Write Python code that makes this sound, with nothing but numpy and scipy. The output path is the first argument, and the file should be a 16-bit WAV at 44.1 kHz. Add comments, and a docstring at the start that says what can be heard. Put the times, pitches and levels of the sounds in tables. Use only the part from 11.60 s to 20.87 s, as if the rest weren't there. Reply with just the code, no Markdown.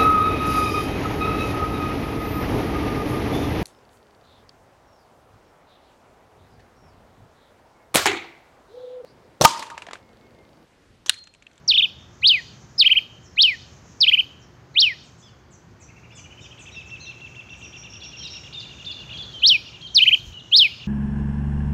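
"""Caged finch in a yard.

Close to the microphone a finch takes turns between a down-slur with three quick warbles and a tall
rising-falling whistle, nearly pure tones from the membranes of its voice organ. In the long pause a
softer trill relaxes into chirps; other birds add high calls, mews and, farther off, ticks and thin
whistles. Cage and walls scatter the song over a low murmur of far traffic."""
import sys
import numpy as np
from scipy import signal
from scipy.fft import rfft, irfft
from scipy.io import wavfile

SR = 44100
rng = np.random.default_rng(int(sys.argv[2]) if len(sys.argv) > 2 else 0)


def log_audio(samples):
    """Write samples as a 16-bit WAV file to the path given in sys.argv[1]."""
    # one column per channel
    frames = np.atleast_2d(samples).T
    # limit to full scale, then quantise
    limited = np.clip(frames, -1, 1)
    pcm = np.round(limited * 32767).astype(np.int16)
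    wavfile.write(sys.argv[1], SR, pcm)


N = 408807


def from_db(db):
    """Decibels to gain."""
    return 10 ** (np.asarray(db) / 20)


def rms_one(x):
    """Scale to rms 1."""
    return x / np.sqrt(np.mean(x ** 2) + 1e-20)


def add(track, start_s, sound):
    """Mix a sound into a track from a given time."""
    at = max(round(start_s * SR), 0)
    track[at:at + len(sound)] += sound[:max(N - at, 0)]


def look_up(table, at):
    """Interpolate a table's other columns along its first."""
    axis, *columns = np.transpose(table)
    return [np.interp(at, axis, column) for column in columns]


def wander(rate_hz, size):
    """Smooth random motion with a spread of about 1."""
    low = signal.butter(2, rate_hz, fs=SR, output="sos")
    return rms_one(signal.sosfilt(low, rng.standard_normal(size + 8000)))[-size:]


def coloured_noise(spectrum):
    """Noise of rms 1, shaped by rows of (frequency [Hz], level [dB])."""
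    hz, db = np.transpose(spectrum)
    bins = np.maximum(np.fft.rfftfreq(N, 1 / SR), 1)
    gain = from_db(np.interp(np.log(bins), np.log(hz), db))
    return rms_one(irfft(rfft(rng.standard_normal(N)) * gain, N))


def glide(pitches, size):
    """A smooth path through evenly spaced values."""
    path = np.polyfit(np.linspace(0, 1, len(pitches)), pitches, len(pitches) - 1)
    return np.polyval(path, np.linspace(0, 1, size))


def tone(hz, gain, overtones, jitter):
    """A membrane of the voice organ: a slightly unsteady sine with overtones."""
    hz = hz * (1 + jitter * wander(420, len(hz)))
    phase = 2 * np.pi * np.cumsum(hz) / SR
    wave = np.sin(phase)
    for multiple, db in overtones:
        wave += from_db(db) * np.sin(multiple * phase) * (multiple * hz < SR / 2)
    return gain * wave


def slur(length_s, pitches_hz, db, overtones=(), jitter=.017, edges=.44):
    """A short note that swells and fades while gliding through the given pitches."""
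    size = max(round(length_s * SR), 64)
    envelope = from_db(db) * signal.windows.tukey(size, edges)
    return tone(glide(pitches_hz, size), envelope, overtones, jitter)


def far_traffic(level_db=-48.5):
    """The low murmur of distant roads, gently swelling."""
    # outdoor background (frequency [Hz], relative density [dB])
    spectrum = [(18, -67.5), (32, -37), (48, -12.5), (66, -3), (123, -2), (250, -12.5), (360, -14.5),
                (520, -18), (1500, -22), (2600, -29.5), (3800, -34.5), (4700, -33), (6400, -42),
                (10000, -56.5), (15500, -54.5)]
    # its swell (time [s], relative level [dB])
    swell = [(0.0, -57), (0.77, -55.5), (1.99, -57), (2.12, -55), (3.97, -58), (4.65, -55.5), (7.3, -54),
             (7.56, -51.5), (8.37, -56.5), (9.11, -56), (9.27, -54)]
    swell_db, = look_up(swell, np.arange(N) / SR)
    return from_db(level_db + swell_db - swell_db.mean()) * coloured_noise(spectrum)


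def drone(waver_hz=3.3):
    """A faint low hum, wavering in level and phase."""
    # partials of the hum (frequency [Hz], level [dB])
    partials = [(119.5, -59), (360, -65)]
    out, t = np.zeros(N), np.arange(N) / SR
    for hz, db in partials:
        gain = from_db(db) * (1 + .4 * wander(waver_hz, N))
        out += gain * np.sin(2 * np.pi * hz * t + wander(waver_hz, N))
    return out


def far_chorus(gain_db=4):
    """Birds so distant that they blur into a fluttering band of noise."""
    # their band (frequency [Hz], relative density [dB])
    spectrum = [(4500, -22), (5400, -10), (6400, -5.5), (7100, -12), (7900, -25.5), (10000, -47)]
    # their rise and fall (time [s], relative level [dB])
    swell = [(0.0, -73.5), (0.59, -67.5), (0.8, -60), (1.49, -70), (2.37, -63), (2.61, -68.5), (3.02, -78),
             (3.49, -65), (3.87, -79), (4.78, -67.5), (6.58, -64.5), (7.0, -61.5), (8.29, -64.5),
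             (8.5, -56.5), (8.85, -65.5), (9.27, -63)]
    swell_db, = look_up(swell, np.arange(N) / SR)
    flutter_db = 1.5 * wander(9, N)
    return from_db(gain_db + swell_db + flutter_db) * coloured_noise(spectrum)


def finch_note(hz, db, attack_s, release_s, noise_db=-57, beak_db=11, brightening=1.6):
    """A nearly pure note, brighter with effort; faint broadband noise follows its loudness."""
    # how strongly the throat sounds each pitch (pitch [Hz], level [dB])
    throat = [(1700, -38), (2100, -22), (2250, -22), (2480, -14), (2730, -15.5), (2920, -9), (4500, -7),
              (5200, -10.5), (5900, -7.5)]
    # overtones of the voice (multiple, relative level [dB])
    harmonics = [(2, -38), (3, -51.5), (4, -49), (5, -58.5)]
    # a glide lingers on evenly spaced favourite pitches
    favourite_hz, spacing_hz, pull_hz = 3110, 600, 13
    hz = hz - pull_hz * np.sin(2 * np.pi * (hz - favourite_hz) / spacing_hz)
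    t = np.arange(len(hz)) / SR
    gate = np.clip(np.minimum(t / attack_s, (t[-1] - t) / release_s), 0, 1)
    gain = gate * from_db(db + look_up(throat, hz)[0])
    # the open beak radiates the higher overtones better
    overtones = [(k, level + brightening * db + beak_db * np.clip(np.log2(k * hz / 9000), -1, 0))
                 for k, level in harmonics]
    voice = tone(hz, gain, overtones, jitter=.0076)
    return voice + from_db(noise_db) * gain * rng.standard_normal(len(t))


def rasp():
    """The brief rough sound with which the finch's voice sets in."""
    return slur(.021, [4300, 3700], db=-44, jitter=.051)


def warbles(slur_end_hz=2300, lead_hz_per_s=40000, rounding=.15):
    """The near finch slurs down, then sings three quick arches with straight flanks and round tops."""
    # opening slurs (time of top [s], lead-in [s], attack [s], fall [s], top [Hz], level [dB])
    down_slurs = [(0.079, .002, 0.0079, .05, 5970, -2), (1.192, .013, .023, .044, 5360, 0.5),
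                  (2.407, 0.0025, .006, 0.047, 5480, -1), (8.347, .002, .019, 0.052, 6090, 1)]
    # steep, easing, steep again (share of the fall still to go, at even steps)
    slur_shape = [1, 0.68, .45, .26, 0]
    # arches of pitch (time of top [s], top [Hz], foot [Hz], rise [s], fall [s], level [dB])
    arches = [(0.1493, 3550, 2167, 0.019, 0.027, -4.5), (.1835, 3740, 2090, 0.013, 0.032, -1),
              (0.2304, 3577, 2290, 0.013, 0.031, -3.5), (1.2732, 3284, 1993, 0.032, .013, 1),
              (1.3251, 3187, 1952, 0.033, .0147, 1), (1.3789, 3176, 2010, 0.029, 0.016, -1),
              (2.4923, 3360, 2060, 0.03, 0.012, 0.5), (2.544, 3120, 1936, 0.033, .0137, 1),
              (2.6, 3145, 2144, .031, 0.014, -2), (8.4344, 3190, 2203, 0.036, 0.012, 1.5),
              (8.4865, 3180, 1950, 0.032, 0.014, 2), (8.541, 3230, 2040, .035, 0.016, 0.5)]
    out = np.zeros(N)
    for s, lead_s, attack_s, fall_s, top_hz, db in down_slurs:
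        lead = top_hz + lead_hz_per_s * np.arange(-lead_s, 0, 1 / SR)
        fall = slur_end_hz + (top_hz - slur_end_hz) * glide(slur_shape, round(fall_s * SR))
        add(out, s - lead_s, finch_note(np.concatenate([lead, fall]), db, attack_s, release_s=.003))
        add(out, s - lead_s - .002, rasp())
    for s, top_hz, foot_hz, rise_s, fall_s, db in arches:
        t = np.arange(-rise_s, fall_s, 1 / SR)
        drop = np.hypot(np.where(t < 0, t / rise_s, t / fall_s), rounding) - rounding
        hz = top_hz - (top_hz - foot_hz) * drop / drop.max()
        add(out, s - rise_s, finch_note(hz, db, attack_s=.0036, release_s=.0059))
    return out


def ticks(length_s=.041, fade_in_db=-8):
    """High notes from farther off that plunge and grow louder as they level out."""
    # falling ticks (end time [s], end pitch [Hz], level [dB])
    notes = [(0.428, 5180, -56), (0.832, 5550, -51), (1.672, 5300, -46), (1.966, 5540, -48.5),
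             (2.102, 5440, -58), (2.834, 5300, -51), (3.475, 6220, -53.5), (3.622, 5910, -49),
             (3.946, 5900, -47), (4.24, 5710, -43), (4.591, 5830, -39), (4.844, 5650, -45.5),
             (5.031, 6070, -42), (5.296, 5450, -46), (6.012, 5900, -47.5)]
    out = np.zeros(N)
    for s, hz, db in notes:
        note = slur(length_s, hz * np.array([1.42, 1.12, 1]), db, jitter=.018, edges=.18)
        add(out, s - length_s, note * from_db(np.linspace(fade_in_db, 0, len(note))))
    return out


def tall_whistles(climb_s=.064, shoulder_hz=4660, cusp_roundness=1.5):
    """The near finch climbs steadily, flicks up to a cusp, drops to a knee and sinks away."""
    # whistles (time of cusp [s], top [Hz], cusp width [s], climb [Hz/s], knee [Hz],
    # sinking time constant [s], length after cusp [s], level [dB])
    whistles = [(0.6819, 4995, 0.0099, 46000, 3650, 0.17, 0.1251, -0.5),
                (1.8272, 5470, 0.0048, 46900, 3450, .1867, 0.1298, -0.5),
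                (3.2103, 5610, .0069, 45740, 3570, 0.18, 0.13, -1.5),
                (7.8816, 5665, .0111, 37000, 3780, 0.17, 0.0904, 0),
                (8.9779, 5410, 0.011, 33800, 4133, 0.15, 0.1, 1)]
    out = np.zeros(N)
    for s, top_hz, cusp_s, climb, knee_hz, sink_s, after_s, db in whistles:
        t = np.arange(-climb_s, after_s, 1 / SR)
        cusp = np.exp(-np.abs(t / cusp_s) ** cusp_roundness)
        rising = shoulder_hz + climb * t + (top_hz - shoulder_hz) * cusp
        falling = knee_hz * np.exp(-t / sink_s) + (top_hz - knee_hz) * cusp
        hz = np.where(t < 0, rising, falling)
        add(out, s - climb_s, finch_note(hz, db, attack_s=.024, release_s=.0073))
        add(out, s - climb_s - .005, rasp())
    return out


def mews(third_db=-5):
    """Arched nasal calls, heard by their second and third harmonics."""
    # mews (time [s], length [s], fundamental [Hz], level [dB])
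    calls = [(3.615, 0.0913, 1750, -53.5), (4.507, 0.12, 1756, -54.5), (4.803, 0.079, 1850, -51),
             (5.109, 0.087, 1920, -47), (5.392, 0.1, 2090, -43)]
    out = np.zeros(N)
    for s, length_s, hz, db in calls:
        arch = hz * np.array([.78, 1, .99, .95, .88, .72])
        add(out, s, slur(length_s, 2 * arch, db, overtones=[(2, -45.5)], edges=.4))
        add(out, s, slur(length_s, 3 * arch, db + third_db, edges=.4))
    return out


def trill(start_s=4.216, first_gap_s=.0795, hurry_s=.003, last_gap_s=.0672, answer_ratio=.83):
    """Tiny arches quicken to a steady beat; the voice organ's other side answers each one lower."""
    # the trill climbs and swells (time [s], pitch [Hz], level [dB])
    course = [(4.2, 2540, -60), (4.3, 2690, -51.5), (4.92, 3210, -44)]
    out, s = np.zeros(N), start_s
    for k in range(11):
        hz, db = look_up(course, s)
        add(out, s - .014, slur(.0292, hz * np.array([.74, 1, .8]), db))
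        add(out, s + .005, slur(.0124, hz * answer_ratio * np.array([.82, 1, .84]), db - .5))
        s += max(first_gap_s - k * hurry_s, last_gap_s)
    return out


def add_syllable(track, s, hold_s, hz, held_db, rise_db, fall_db, reach, land, jitter):
    """One side of the voice organ holds a tone; the other sweeps up into it and down out of it."""
    rise = hz * np.array([.74, reach])
    held = hz * np.array([.985, 1, .99, .97, .945])
    fall = hz * np.array([reach, .48 * (reach + land), land])
    overtones = [(2, -31.5), (3, -48.5)]
    add(track, s - .018, slur(.0174, rise, rise_db, jitter=.068))
    add(track, s - .002, slur(hold_s + .0049, held, held_db, overtones, jitter, edges=.2))
    add(track, s + hold_s - .004, slur(.026, fall, fall_db, jitter=.029))


def twitter(pause_s=.2):
    """The trill relaxes into chirps at nearly one pitch, held longer and stronger on a slow beat."""
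    # chirps (time [s], level [dB])
    chirps = [(4.992, -43.5), (5.071, -41), (5.161, -41), (5.312, -40.5), (5.466, -40.5), (5.615, -41.5),
              (5.764, -41.5), (5.903, -40.5), (6.026, -40.5), (6.141, -40), (6.244, -40), (6.343, -40.5),
              (6.435, -40), (6.533, -40.5), (6.644, -39), (6.751, -39), (6.852, -40), (6.942, -39.5),
              (7.028, -40), (7.109, -41.5), (7.199, -40.5), (7.293, -38.5), (7.4, -40), (7.509, -34),
              (8.063, -39.5), (8.145, -40.5), (9.11, -38), (9.215, -37.5)]
    # their upward creep (time [s], pitch [Hz])
    pitch = [(5, 2684), (5.9, 2747), (7.1, 2860)]
    # their held tone (gap to next chirp [s], hold [s], boost [dB])
    holds = [(.085, .012, 0), (.1, .016, 1.5), (.15, .048, 4.5)]
    out = np.zeros(N)
    gaps = np.diff([s for s, db in chirps], append=np.inf)
    for (s, db), gap in zip(chirps, gaps):
        hold_s, boost_db = look_up(holds, gap if gap < pause_s else 0)  # a run ends on a short chirp
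        hz, = look_up(pitch, s)
        add_syllable(out, s, hold_s, hz, db + boost_db, db - 3, db - 3,
                     reach=1.4, land=.77, jitter=.0074)
    return out


def thin_whistles(start_s=5.888, beat_s=.1345, length_s=.088):
    """A far bird repeats a level, slightly buzzy note on an even beat."""
    # the series sinks and swells (time [s], pitch [Hz], level [dB])
    course = [(5.885, 5810, -50), (6.02, 5710, -41), (6.69, 5524, -32.5)]
    out = np.zeros(N)
    for s in start_s + beat_s * np.arange(7):
        hz, db = look_up(course, s)
        add(out, s, slur(length_s, [hz, hz], db, jitter=.023, edges=.36))
    return out


def high_calls(wall_delay_s=.087, wall_db=-12.5):
    """Higher, longer calls built like the chirps, each returned by a far wall."""
    # calls (time [s], hold [s], held pitch [Hz], level [dB])
    calls = [(6.416, 0.018, 3470, -39.5), (6.6, 0.022, 3230, -38), (6.65, 0.02, 3856, -33.5),
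             (6.943, 0.057, 3673, -32.5), (7.262, 0.054, 3584, -31), (7.54, 0.034, 3327, -35),
             (7.585, 0.043, 3480, -33), (7.736, 0.058, 3157, -36), (8.224, 0.046, 3240, -34.5),
             (8.549, 0.044, 3290, -39), (8.74, 0.055, 2964, -38.5)]
    out = np.zeros(N)
    for s, hold_s, hz, db in calls:
        add_syllable(out, s, hold_s, hz, db, db - 6, db - 5, reach=1.45, land=1, jitter=.011)
    return out + echo(out, wall_delay_s, wall_db)


def wind_puff(at_s=8.67, width_s=.039, db=-39):
    """One soft, low puff of wind on the microphone."""
    t = np.arange(N) / SR
    envelope = from_db(db) * np.exp(-.5 * ((t - at_s) / width_s) ** 2)
    return envelope * coloured_noise([(20, -48), (45, -7), (75, 2.5), (140, -19), (600, -54.5)])


def echo(x, delay_s, db):
    """One reflection of a sound."""
    out = np.zeros(N)
    add(out, delay_s, from_db(db) * x)
    return out


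def near_surfaces(x):
    """Distinct echoes; each beats against a gliding note and makes it ripple."""
    # cage tray, ground and nearby walls (delay [s], level [dB])
    reflections = [(.0024, -24), (.0075, -28), (.016, -28), (.0285, -28), (.044, -29)]
    return sum(echo(x, delay_s, db) for delay_s, db in reflections)


def scatter(x, t60_s, build_s, uneven_db):
    """Echoes of unit energy that build up and die away; a few surfaces reflect far more than the rest."""
    t = np.arange(round(1.5 * SR)) / SR
    sizes = from_db(uneven_db * np.minimum(rng.exponential(1, len(t)), 7))
    signs = rng.choice([-1, 1], len(t))
    echoes = sizes * signs * from_db(-60 * t / t60_s) * (1 - np.exp(-t / build_s))
    return signal.fftconvolve(x, echoes / np.linalg.norm(echoes))[:N]


def yard(finch, soft, far, bars_hz=8500, beak_hz=3900):
    """Cage bars scatter the finch's short waves most; its beak beams the highs out into the yard."""
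    treble = signal.sosfilt(signal.butter(4, bars_hz, "high", fs=SR, output="sos"), finch)
    beamed = signal.sosfilt(signal.butter(2, beak_hz, "high", fs=SR, output="sos"), finch)
    close_by = from_db(-24) * finch + from_db(-7) * (treble + soft) + from_db(-2) * far
    across_yard = from_db(-22) * beamed + from_db(-6) * soft + from_db(-12) * far
    early = scatter(close_by, t60_s=.38, build_s=.009, uneven_db=5.5)
    late = scatter(across_yard, t60_s=.69, build_s=.0076, uneven_db=7)
    return early + late


def scene():
    """One microphone near the cage: the farther a bird, the more of it arrives as echoes."""
    finch = tall_whistles() + warbles()
    finch += echo(finch, delay_s=.00161, db=-15)  # a very close reflection ripples the glides
    soft = trill() + twitter() + high_calls() + mews()
    thin = thin_whistles()
    far = ticks() + from_db(-6) * thin
    direct = finch + soft + from_db(-7) * far + from_db(-12) * thin
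    echoes = near_surfaces(finch + soft) + yard(finch, soft, far)
    background = far_traffic() + drone() + far_chorus() + wind_puff()
    return (direct + echoes + background)[None]


def record(dry, port_hz=12450, port_db=7, cutoff_hz=15600):
    """The microphone port rings in the high treble; the top is cut."""
    port = signal.lfilter(*signal.iirpeak(port_hz, Q=22, fs=SR), dry)
    coloured = dry + (from_db(port_db) - 1) * port
    return signal.sosfilt(signal.ellip(10, .1, 80, cutoff_hz, fs=SR, output="sos"), coloured)


dry = scene()
out = record(dry)
log_audio(out)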